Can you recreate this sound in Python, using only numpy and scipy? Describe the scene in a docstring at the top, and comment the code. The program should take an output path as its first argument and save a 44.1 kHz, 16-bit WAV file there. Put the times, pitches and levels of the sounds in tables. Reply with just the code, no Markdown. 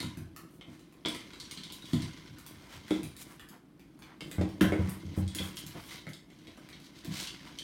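"""In a small bright kitchen a dog noses and paws a hard plastic feeder toy over the floor and into a cupboard door.
Blows ring low modes of floor and door; the hollow shell clacks and pings through its resonances.
Rubbing and tumbling kibble excite the same shell, strokes scrape, claws tick in pairs, the rolling toy rumbles.
Reflections answer all but the rumble and a faint steady hum."""
import sys
import numpy as np
from scipy import signal
from scipy.io import wavfile
from scipy.ndimage import uniform_filter1d

SR = 44100
rng = np.random.default_rng(int(sys.argv[2]) if len(sys.argv) > 2 else 0)


def to_wav(sig):
    """Store sig (one row per channel, or 1-D mono) as 16-bit WAV at the path in sys.argv[1].

    Samples outside -1..1 are clipped; the rate is SR.
    """
    pcm = np.clip(np.atleast_2d(sig), -1, 1) * 32767
    pcm = np.round(pcm).astype(np.int16)
    wavfile.write(sys.argv[1], SR, pcm.T)  # frames by channels


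N = 336527
FREQS = np.fft.rfftfreq(4096, 1 / SR)  # Hz, grid for all filter curves

# colour of rubbing and kibble: (frequency [Hz], relative density [dB])
SLIDE_COLOUR = [(200, 7), (600, -21.5), (1000, 4), (1450, 0), (2600, 1.5), (4000, 1.5), (6000, -4),
                (9000, -15), (16000, -28)]


def door_bumps():
    """The toy strikes the cupboard door, which rings in its panel modes."""
    # blows: (time [s], relative level at corner [dB], corner [Hz], loss below corner [dB/octave])
    bumps = [(2.907, -20.5, 328, 20.5), (2.99, -32, 310, 29), (4.381, -40.5, 570, -5.5),
             (4.409, -27.5, 486, 5.5), (4.431, -34.5, 365, 3), (4.611, -18, 290, 8.5),
             (4.639, -32.5, 600, 0), (4.667, -45, 560, -6), (4.72, -19.5, 398, 18.5), (4.742, -34, 600, 23),
             (4.79, -38, 460, -4.5), (4.86, -33.5, 180, 23), (5.048, -42, 162, -6), (5.173, -38, 520, -4),
             (5.215, -30, 92, 0), (5.356, -39.5, 310, 23), (5.399, -39, 475, 0.5)]
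    # door modes: (frequency [Hz], relative level [dB], t60 [s])
    modes = [(88.6, -1, 0.3), (120, -19, 0.059), (154.6, -5, 0.26), (189.4, 1, 0.27), (251, -2, 0.059),
             (307.2, 4, 0.096), (344, -7, 0.12), (398, -11, 0.14), (489, -1, 0.076), (568.4, -3.5, 0.11),
             (712, -22, 0.16), (813, -15, 0.067), (953, -22, 0.13)]
    return knocks(bumps, modes, level_db=-3.0, rise_s=0.003, thud_db=-10.0, thud_s=0.023)


def floor_knocks():
    """Toy and paws strike the open floor; floor and toy ring together."""
    # blows, harder contact = higher corner:
    # (time [s], relative level at corner [dB], corner [Hz], loss below corner [dB/octave])
    blows = [(0.003, -45.5, 400, 3), (0.038, -37, 257, 5.5), (0.17, -42, 284, 2), (0.215, -59, 400, -6.5),
             (0.679, -48, 327, 4.5), (1.054, -32, 360, 12.5), (1.084, -42, 382, 17),
             (1.137, -43, 376, 13.5), (1.575, -45.5, 202, 20), (1.931, -24.5, 241, 8.5),
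             (1.965, -35.5, 190, 23), (2.025, -40.5, 262, 3.5), (2.303, -47.5, 130, 9), (2.53, -51, 110, 6),
             (2.75, -53, 118, -3), (3.034, -43.5, 320, 0.5), (5.659, -48.5, 150, 6),
             (5.749, -44.5, 480, 3.5), (6.068, -39.5, 161, 28), (6.473, -57, 560, 1.5),
             (7.049, -39.5, 298, 44), (7.077, -36, 184, 8), (7.108, -36, 178, 17)]
    # modes of the floor and the toy on it: (frequency [Hz], relative level [dB], t60 [s])
    modes = [(55, -3.5, 0.32), (85.5, -4.5, 0.32), (123.8, 0, 0.18), (149.8, 2.5, 0.18), (195, -3.5, 0.16),
             (242.5, 0, 0.15), (304.5, -1.5, 0.18), (333.6, 0, 0.15), (675, 2.5, 0.11), (1032, -6.5, 0.16)]
    return knocks(blows, modes, level_db=-2, rise_s=0.0065, thud_db=-9.0, thud_s=0.028)


def knocks(blows, modes, level_db, rise_s, thud_db, thud_s):
    """Each blow drives the low modes by its force spectrum and adds a short dull noise thud."""
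    out = np.zeros(N)
    t = np.arange(SR // 2) / SR
    hz, mode_db, t60_s = np.transpose(modes)[:, :, None]
    attack = 1 - np.exp(-t / rise_s)
    rings = amp(mode_db - 60 * t / t60_s) * np.sin(2 * np.pi * hz * t) * attack
    rings *= (-1) ** (np.arange(len(modes)) // 2)[:, None]  # polarity alternates in pairs
    skirts_db = read([(20, -10), (45, -11), (75, -1.5), (650, 6), (1400, -13.5), (5000, -50)], FREQS)
    per_band_db = 10 * np.log10(SR / (FREQS + 20))  # higher bands spread their energy more widely
    for s, *blow in blows:
        ringing = (amp(force_db(hz, *blow)) * rings).sum(0)
        add(out, s, 2 * amp(level_db) * ringing)
        noise = rng.standard_normal(len(t)) * attack * np.exp(-t / thud_s)
        thud = colour(noise, force_db(FREQS, *blow) + skirts_db + per_band_db)
        add(out, s, amp(thud_db) * thud)
    return out


def force_db(hz, level_db, corner_hz, lightness):
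    """Blow spectrum: its duration cuts force above the corner; a light blow also lacks bass."""
    softness_db_per_octave = 17.5
    octaves = np.log2(np.clip(hz, 80, 600) / corner_hz)  # slopes act from 80 to 600 Hz
    below_db = lightness * np.minimum(octaves, 0)
    above_db = softness_db_per_octave * np.maximum(octaves, 0)
    return level_db + below_db - above_db


def rattles(gain_db=-1, ring_db=6, ring_width_hz=450, ping_db=-1, ping_s_at_3khz=0.0049):
    """The shell clacks, pinging at one pitch, and the kibble chatters against it."""
    # clacks: (time [s], relative level [dB], middle tilt [dB], treble tilt [dB], strongest ring [Hz])
    clacks = [(0.003, -42.5, 0, -9, 3780), (0.028, -47, 9, -3, 970), (0.611, -53.5, 10.5, -21, 3600),
              (1.05, -38.5, 8, -37, 3470), (1.059, -38.5, -2, -20.5, 3380), (1.085, -47, -21, -1, 3350),
              (1.148, -46.5, 6.5, -5, 2960), (1.334, -52.5, 6, -12, 3900), (1.4, -47.5, -39, -14, 3970),
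              (1.452, -57, -15, -17, 5700), (1.511, -46, -8.5, -9, 8600), (1.574, -47, -8.5, -20, 4200),
              (1.635, -48, -14, -16, 3130), (1.701, -50.5, -8, -27, 2880), (1.822, -54.5, -7, -12, 3840),
              (1.855, -55, -7, -12, 3140), (1.933, -44.5, 3, -7, 3230), (2.02, -48, -8, -11, 3700),
              (2.907, -41, 14, -7.5, 3500), (4.207, -46, 5.5, -15.5, 3080), (4.382, -49, 23, -14, 1610),
              (4.412, -47, 5.5, -15, 1020), (4.6094, -35, 3.5, -25, 1705), (4.722, -40, 17.5, -10.5, 2450),
              (5.278, -51.5, -28, -14, 8600), (5.386, -40, -2, -15.5, 3440), (5.404, -54, 23, 7, 3370),
              (5.57, -44.5, -7, -11, 3410), (5.91, -54.5, 4, -21, 2080), (5.98, -57, -11, -24, 2170),
              (6.068, -49.5, 16, -10, 2140), (6.133, -53.5, -25, -9.5, 8250), (6.302, -64, 1, -13, 2300),
              (6.388, -67, -18, -12, 3170), (6.471, -56.5, 2.5, -13, 4200), (6.575, -58, 21, 3, 3030),
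              (6.728, -54.5, -8, -26, 5570), (7.209, -49, -12, -1, 3700), (7.272, -44, -27, -19, 3060),
              (7.587, -44.5, -18, -13.5, 3110)]
    out, shell_db = np.zeros(N), shell()
    t = np.arange(len(FREQS)) / SR
    for s, level_db, middle_db, treble_db, ring_hz in clacks:
        tilt = [(150, middle_db + 6), (600, middle_db), (1400, middle_db), (3800, 3.5),
                (10000, treble_db + 5.0), (16000, treble_db - 6.0)]
        clack_db = shell_db + peak(ring_hz, ring_width_hz, ring_db) + read(tilt, FREQS)
        add(out, s, contact(clack_db, level_db + gain_db, touch_s=0.0021, chatter=1.6, chatter_s=0.0077))
        decay = np.exp(-t / ping_s_at_3khz * ring_hz / 3000)  # higher rings die sooner
        ping = np.sin(2 * np.pi * ring_hz * t) * decay * (1 - np.exp(-t / 0.00052))
        add(out, s, amp(level_db + ping_db) * ping)
    return out


def shell():
    """Power response of the hollow shell in dB: resonant peaks on a flat base."""
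    # resonances: (frequency [Hz], half-power width [Hz], peak over the base [dB])
    resonances = [(996, 73, 5), (2097, 156, 6.5), (3094, 110, 5.5), (3385, 120, 2.5), (3826, 97, 2.5),
                  (4510, 740, -3.5), (5840, 1400, -2.5), (8650, 640, 1)]
    power = 1
    for hz, width_hz, db in resonances:
        power = power + amp(db) ** 2 / (1 + (2 * (FREQS - hz) / width_hz) ** 2)
    return 10 * np.log10(power)


def slide(shell_db=-2.5, kibble_db=-4, scuff_db=-73, scuff_follow=0.41, surge_db=2,
          sing_hz=2110, sing_width_hz=110, sing_db=5):
    """Surging friction and loose kibble excite the shell; paws scuff faintly as the dog follows."""
    # scuff colour: (frequency [Hz], relative density [dB])
    scuff_colour = [(3000, 7), (6500, 0), (9500, 4.5), (13000, 2.5), (16000, -2)]
    pace_db = motion_db()
    wander = uniform_filter1d(uniform_filter1d(rng.standard_normal(N), size=700), size=400)
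    surge = evened(amp(surge_db * evened(wander)))
    # rubbing favours one shell mode
    rub_db = shell() + peak(sing_hz, sing_width_hz, sing_db) + read(SLIDE_COLOUR, FREQS)
    rub = evened(colour(grains(per_s=1100, spread_db=2.5, smooth=1.0), rub_db))
    scuff = evened(colour(grains(per_s=300, spread_db=5.5, smooth=4.4), read(scuff_colour, FREQS)))
    toy = amp(shell_db) * rub * surge + amp(kibble_db) * kibble(per_s=130, spread_db=1.5)
    scuff_gain = amp(scuff_db + scuff_follow * (pace_db - pace_db.mean()))
    return toy * amp(pace_db) + scuff * scuff_gain


def kibble(per_s, spread_db, count=24):
    """Pieces of dry food tumble against the shell, each with its own small ring."""
    out = np.zeros(N)
    shell_db = shell() + read(SLIDE_COLOUR, FREQS)
    pieces = []
    for _ in range(count):
        piece_db = 1.01 * shell_db + uneven(depth_db=9.5)
        pieces.append(evened(colour(burst(0.0024, grain_db=3), piece_db)))
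    slots_s = np.arange(0, N / SR, .002)
    chance, heft, which = rng.random((len(slots_s), 3)).T
    for k in np.flatnonzero(chance < per_s * slots_s[1]):
        hit_db = spread_db * min(-np.log(heft[k]), 3)
        add(out, slots_s[k], amp(hit_db) * pieces[int(which[k] * count)])
    return evened(out)


def motion_db():
    """How briskly the dog moves the toy, per sample; sets rubbing, kibble, scuff and rumble levels."""
    # briskness: (time [s], level [dB])
    briskness = [(0.0, -51.5), (0.3, -74), (1.03, -70), (1.08, -51.5), (1.65, -60), (2.08, -52),
                 (2.42, -62.5), (2.91, -58), (3.45, -70), (3.62, -80), (4.05, -73), (4.8, -60), (5.98, -55),
                 (6.2, -73.5), (6.54, -62), (6.9, -64.5), (7.2, -52.5), (7.63, -58.5)]
    return np.interp(np.arange(N) / SR, *np.transpose(briskness))


def scrapes(gain_db=-1, peak_share=0.56, catch_db=2.5):
    """Paw or toy scrapes the floor: dense tiny slips swell and fade with pressure, catching unevenly."""
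    # strokes: (start [s], length [s], relative level [dB], middle tilt [dB], treble tilt [dB])
    strokes = [(0.48, .12, -66, 0, 12), (0.66, 0.14, -60, 7, -7), (1.83, .2, -55, -15, -4),
               (2.49, 0.31, -60, 12, -4), (2.68, 0.12, -49.5, 5, -10), (2.85, 0.19, -51, 1, -13),
               (3.185, 0.057, -45.5, 1.5, 2.5), (3.24, 0.14, -54.5, 12, 2), (3.5, 0.082, -55.5, 18, -15),
               (4.05, 0.11, -55.5, 20, -31), (4.2, 0.18, -64, 0, 8), (4.72, 0.28, -49.5, 12, -8),
               (5.155, 0.066, -47, 17, 8), (5.35, 0.19, -48, 10, 3), (5.554, 0.065, -45.5, -11, 9),
               (5.689, 0.34, -58, 2, 14), (5.73, 0.092, -48.5, 12, -20), (5.86, 0.13, -47, -4, -13.5),
               (6.31, 0.059, -66, 2, -14), (6.829, 0.062, -55.5, -12, -13), (6.949, 0.077, -55, -14, -16),
               (7.1, 0.19, -39.5, -6.5, -12), (7.43, 0.092, -52, 7, -11)]
    out, shell_db = np.zeros(N), shell()
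    for start_s, length_s, level_db, middle_db, treble_db in strokes:
        t = np.arange(0, length_s, 1 / SR)
        pressure = np.interp(t / length_s, [0, peak_share, 1], [0, 1, 0]) ** 0.7
        catching = amp(catch_db * evened(uniform_filter1d(rng.standard_normal(len(t)), size=130)))
        tilt = [(150, middle_db - 12), (600, middle_db - 1.5), (1400, middle_db), (3800, 0),
                (6000, treble_db / 3), (10000, treble_db), (16000, treble_db - 5)]
        slips = colour(rng.standard_normal(len(t)) * catching, 0.68 * shell_db + read(tilt, FREQS))
        add(out, start_s, amp(level_db + gain_db) * pressure * evened(slips))
    return out


def claws(gain_db=-1.5, second_late_s=0.01, second_db=-9.5):
    """Two claws of a paw land in quick succession; each gives a bright, broad tick and skids a little."""
    # footfalls on floor and toy: (time [s], relative level [dB], middle tilt [dB], treble tilt [dB])
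    footfalls = [(0.172, -57, 9, -3), (0.363, -52, 10, -3), (0.794, -66, 0, -12), (0.925, -67, 12, -9),
                 (1.723, -50.5, -34, -12), (2.385, -57.5, 3, -4), (2.464, -52.5, 4, -5),
                 (2.881, -55.5, 11, -12), (3.032, -50.5, 1.5, -4.5), (3.166, -55, -4, -5),
                 (3.396, -54, 12.5, -8), (3.488, -59, 1, -3), (3.795, -66, 4, -12), (3.991, -63.5, 21, -2),
                 (4.022, -56.5, 5.5, -15), (4.314, -49, 5.5, -9.5), (4.49, -56, 10, -13),
                 (4.611, -36.5, 12, -7), (4.894, -49.5, 12, 5.5), (5.349, -42.5, -1, -5),
                 (5.665, -51.5, -8, -5), (6.09, -60.5, -10, -9), (6.689, -57.5, -1, -14),
                 (6.8, -63, -4, -17), (7.047, -53, -1, -13)]
    out = np.zeros(N)
    for s, level_db, middle_db, treble_db in footfalls:
        tilt = [(150, middle_db - 5), (600, middle_db - 9), (1400, middle_db - 3.0), (3800, 0),
                (6500, treble_db / 2 - 0.5), (10500, treble_db + 5), (16000, treble_db - 0.5)]
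        for late_s, softer_db in (0, 0), (second_late_s, second_db):
            tick_db = level_db + gain_db + softer_db
            tick = contact(read(tilt, FREQS), tick_db, touch_s=0.0024, chatter=0.77, chatter_s=0.0025)
            add(out, s + late_s, tick)
    return out


def roll(level_db=-58, follow=0.24, wedged_db=14):
    """Small bumps of the rolling toy rumble in the floor, and more strongly in the door while wedged there."""
    # rumble colour: (frequency [Hz], relative density [dB])
    rumble_colour = [(20, -65), (50, 0), (90, -8), (150, 3), (240, -4.5), (310, 4), (420, -10),
                     (700, -17.5), (1500, -49.5)]
    # wedging against the door: (onset [s], where the release line reads 1 [s], end [s])
    wedging = (4.22, 4.18, 5.75)
    onset_s, full_s, end_s = wedging
    t = np.arange(N) / SR
    pace_db = motion_db()
    # abrupt onset, then linear release
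    pressure = (t >= onset_s) * np.clip((end_s - t) / (end_s - full_s), 0, 1)
    bumps = evened(colour(grains(per_s=120, spread_db=1.5, smooth=0.64), read(rumble_colour, FREQS)))
    return bumps * amp(level_db + follow * (pace_db - pace_db.mean()) + wedged_db * pressure)


def hum(level_db=-58):
    """Steady low murmur of the room with a little hiss: coloured noise."""
    # murmur colour: (frequency [Hz], relative density [dB])
    murmur_colour = [(20, -11), (55, -1.5), (85, -18.5), (150, 5.5), (240, 3), (315, 6.5), (420, -11),
                     (700, -16), (1100, -17), (2500, -27.5), (6000, -43), (16000, -64)]
    return amp(level_db) * evened(colour(rng.standard_normal(N), read(murmur_colour, FREQS)))


def kitchen(x, wet_db, gap_s=0.00443):
    """Direct sound plus dense reflections, each band dying at its own speed."""
    # reverberation: (frequency [Hz], t60 [s])
    reverberation = [(100, 0.56), (300, 0.27), (1000, 0.45), (4000, 0.35), (9000, 0.3), (15000, 0.25)]
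    reflections = rng.choice([-1., 1.], SR) * (rng.random(SR) < 4000 / SR)  # 4000 per second
    reflections *= np.arange(SR) > gap_s * SR
    hz, t, bands = signal.stft(reflections, SR, nperseg=256)
    decay = amp(-60 * t / read(reverberation, hz)[:, None])
    tail = signal.istft(bands * decay, SR)[1]
    return x + amp(wet_db) * signal.oaconvolve(x, tail / np.linalg.norm(tail))[:N]


def contact(ring_db, level_db, touch_s, chatter, chatter_s):
    """One brief touch plus a dying chatter; the level refers to the mean power over 25 ms."""
    force = burst(touch_s, grain_db=2.5) + chatter * burst(chatter_s, grain_db=6)
    sound = colour(force, ring_db + uneven(depth_db=3.0))
    return amp(level_db) * sound / np.sqrt(np.sum(sound ** 2) / (.025 * SR))


def burst(decay_s, grain_db):
    """A dying run of tiny touches of uneven force, with energy 1."""
    t = np.arange(len(FREQS)) / SR
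    unevenness = amp(grain_db * rng.standard_normal(len(t)))
    touches = rng.standard_normal(len(t)) * unevenness * np.exp(-t / decay_s)
    return touches / np.linalg.norm(touches)


def grains(per_s, spread_db, smooth):
    """Tiny slips of uneven size over a smooth rub."""
    size = amp(spread_db * np.minimum(rng.exponential(1, N), 4))
    slips = rng.standard_normal(N) * size * (rng.random(N) < per_s / SR)
    return evened(evened(slips) + smooth * rng.standard_normal(N))


def uneven(depth_db, size=24):
    """Each contact spot favours other frequencies; the ripple evens out in the crowded treble."""
    ripple = evened(uniform_filter1d(uniform_filter1d(rng.standard_normal(len(FREQS)), size), size))
    return depth_db * ripple / (1 + (FREQS / 7000) ** 2)


def peak(hz, width_hz, db):
    """Resonant bump in dB over FREQS; width is taken at half its dB height."""
    return db / (1 + (2 * (FREQS - hz) / width_hz) ** 2)


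def colour(x, db):
    """Causal minimum-phase filter with the given gains on FREQS: it rings after a click, never before."""
    log_gain = np.log(amp(np.r_[db, db[-2:0:-1]]))
    taps = np.fft.ifft(np.exp(np.conj(signal.hilbert(log_gain)))).real
    return signal.oaconvolve(x, taps)[:len(x)]


def amp(db):
    """Decibels to gain."""
    return 10 ** (np.asarray(db) / 20)


def evened(x):
    """Scales to rms 1."""
    return x / np.sqrt(np.mean(x ** 2) + 1e-20)


def read(points, hz):
    """Interpolates a (frequency, value) table on a log-frequency axis."""
    f, value = np.transpose(points)
    return np.interp(np.log(hz + 1), np.log(f + 1), value)


def add(mix, s, sound):
    """Lays a sound into the mix at time s."""
    part = mix[max(round(s * SR), 0):][:len(sound)]
    part += sound[:len(part)]


def scene():
    """All sources in the kitchen, at one microphone."""
    struck = kitchen(floor_knocks() + door_bumps(), wet_db=-5.5)
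    clacking = kitchen(rattles(), wet_db=1.5)
    ticking = kitchen(claws(), wet_db=4)
    rubbing = kitchen(slide() + scrapes(), wet_db=-7.5)
    return (struck + clacking + ticking + rubbing + roll() + hum())[None]


def record(dry):
    """A small microphone loses the deepest bass; then the recorder's band limit."""
    thin = signal.sosfilt(signal.butter(3, 36, "highpass", fs=SR, output="sos"), dry)
    edge_hz = 16300
    lowpass = signal.firwin(401, edge_hz, window=("kaiser", 9), fs=SR)
    return signal.oaconvolve(thin, lowpass[None], "same")


dry = scene()
out = record(dry)
to_wav(out)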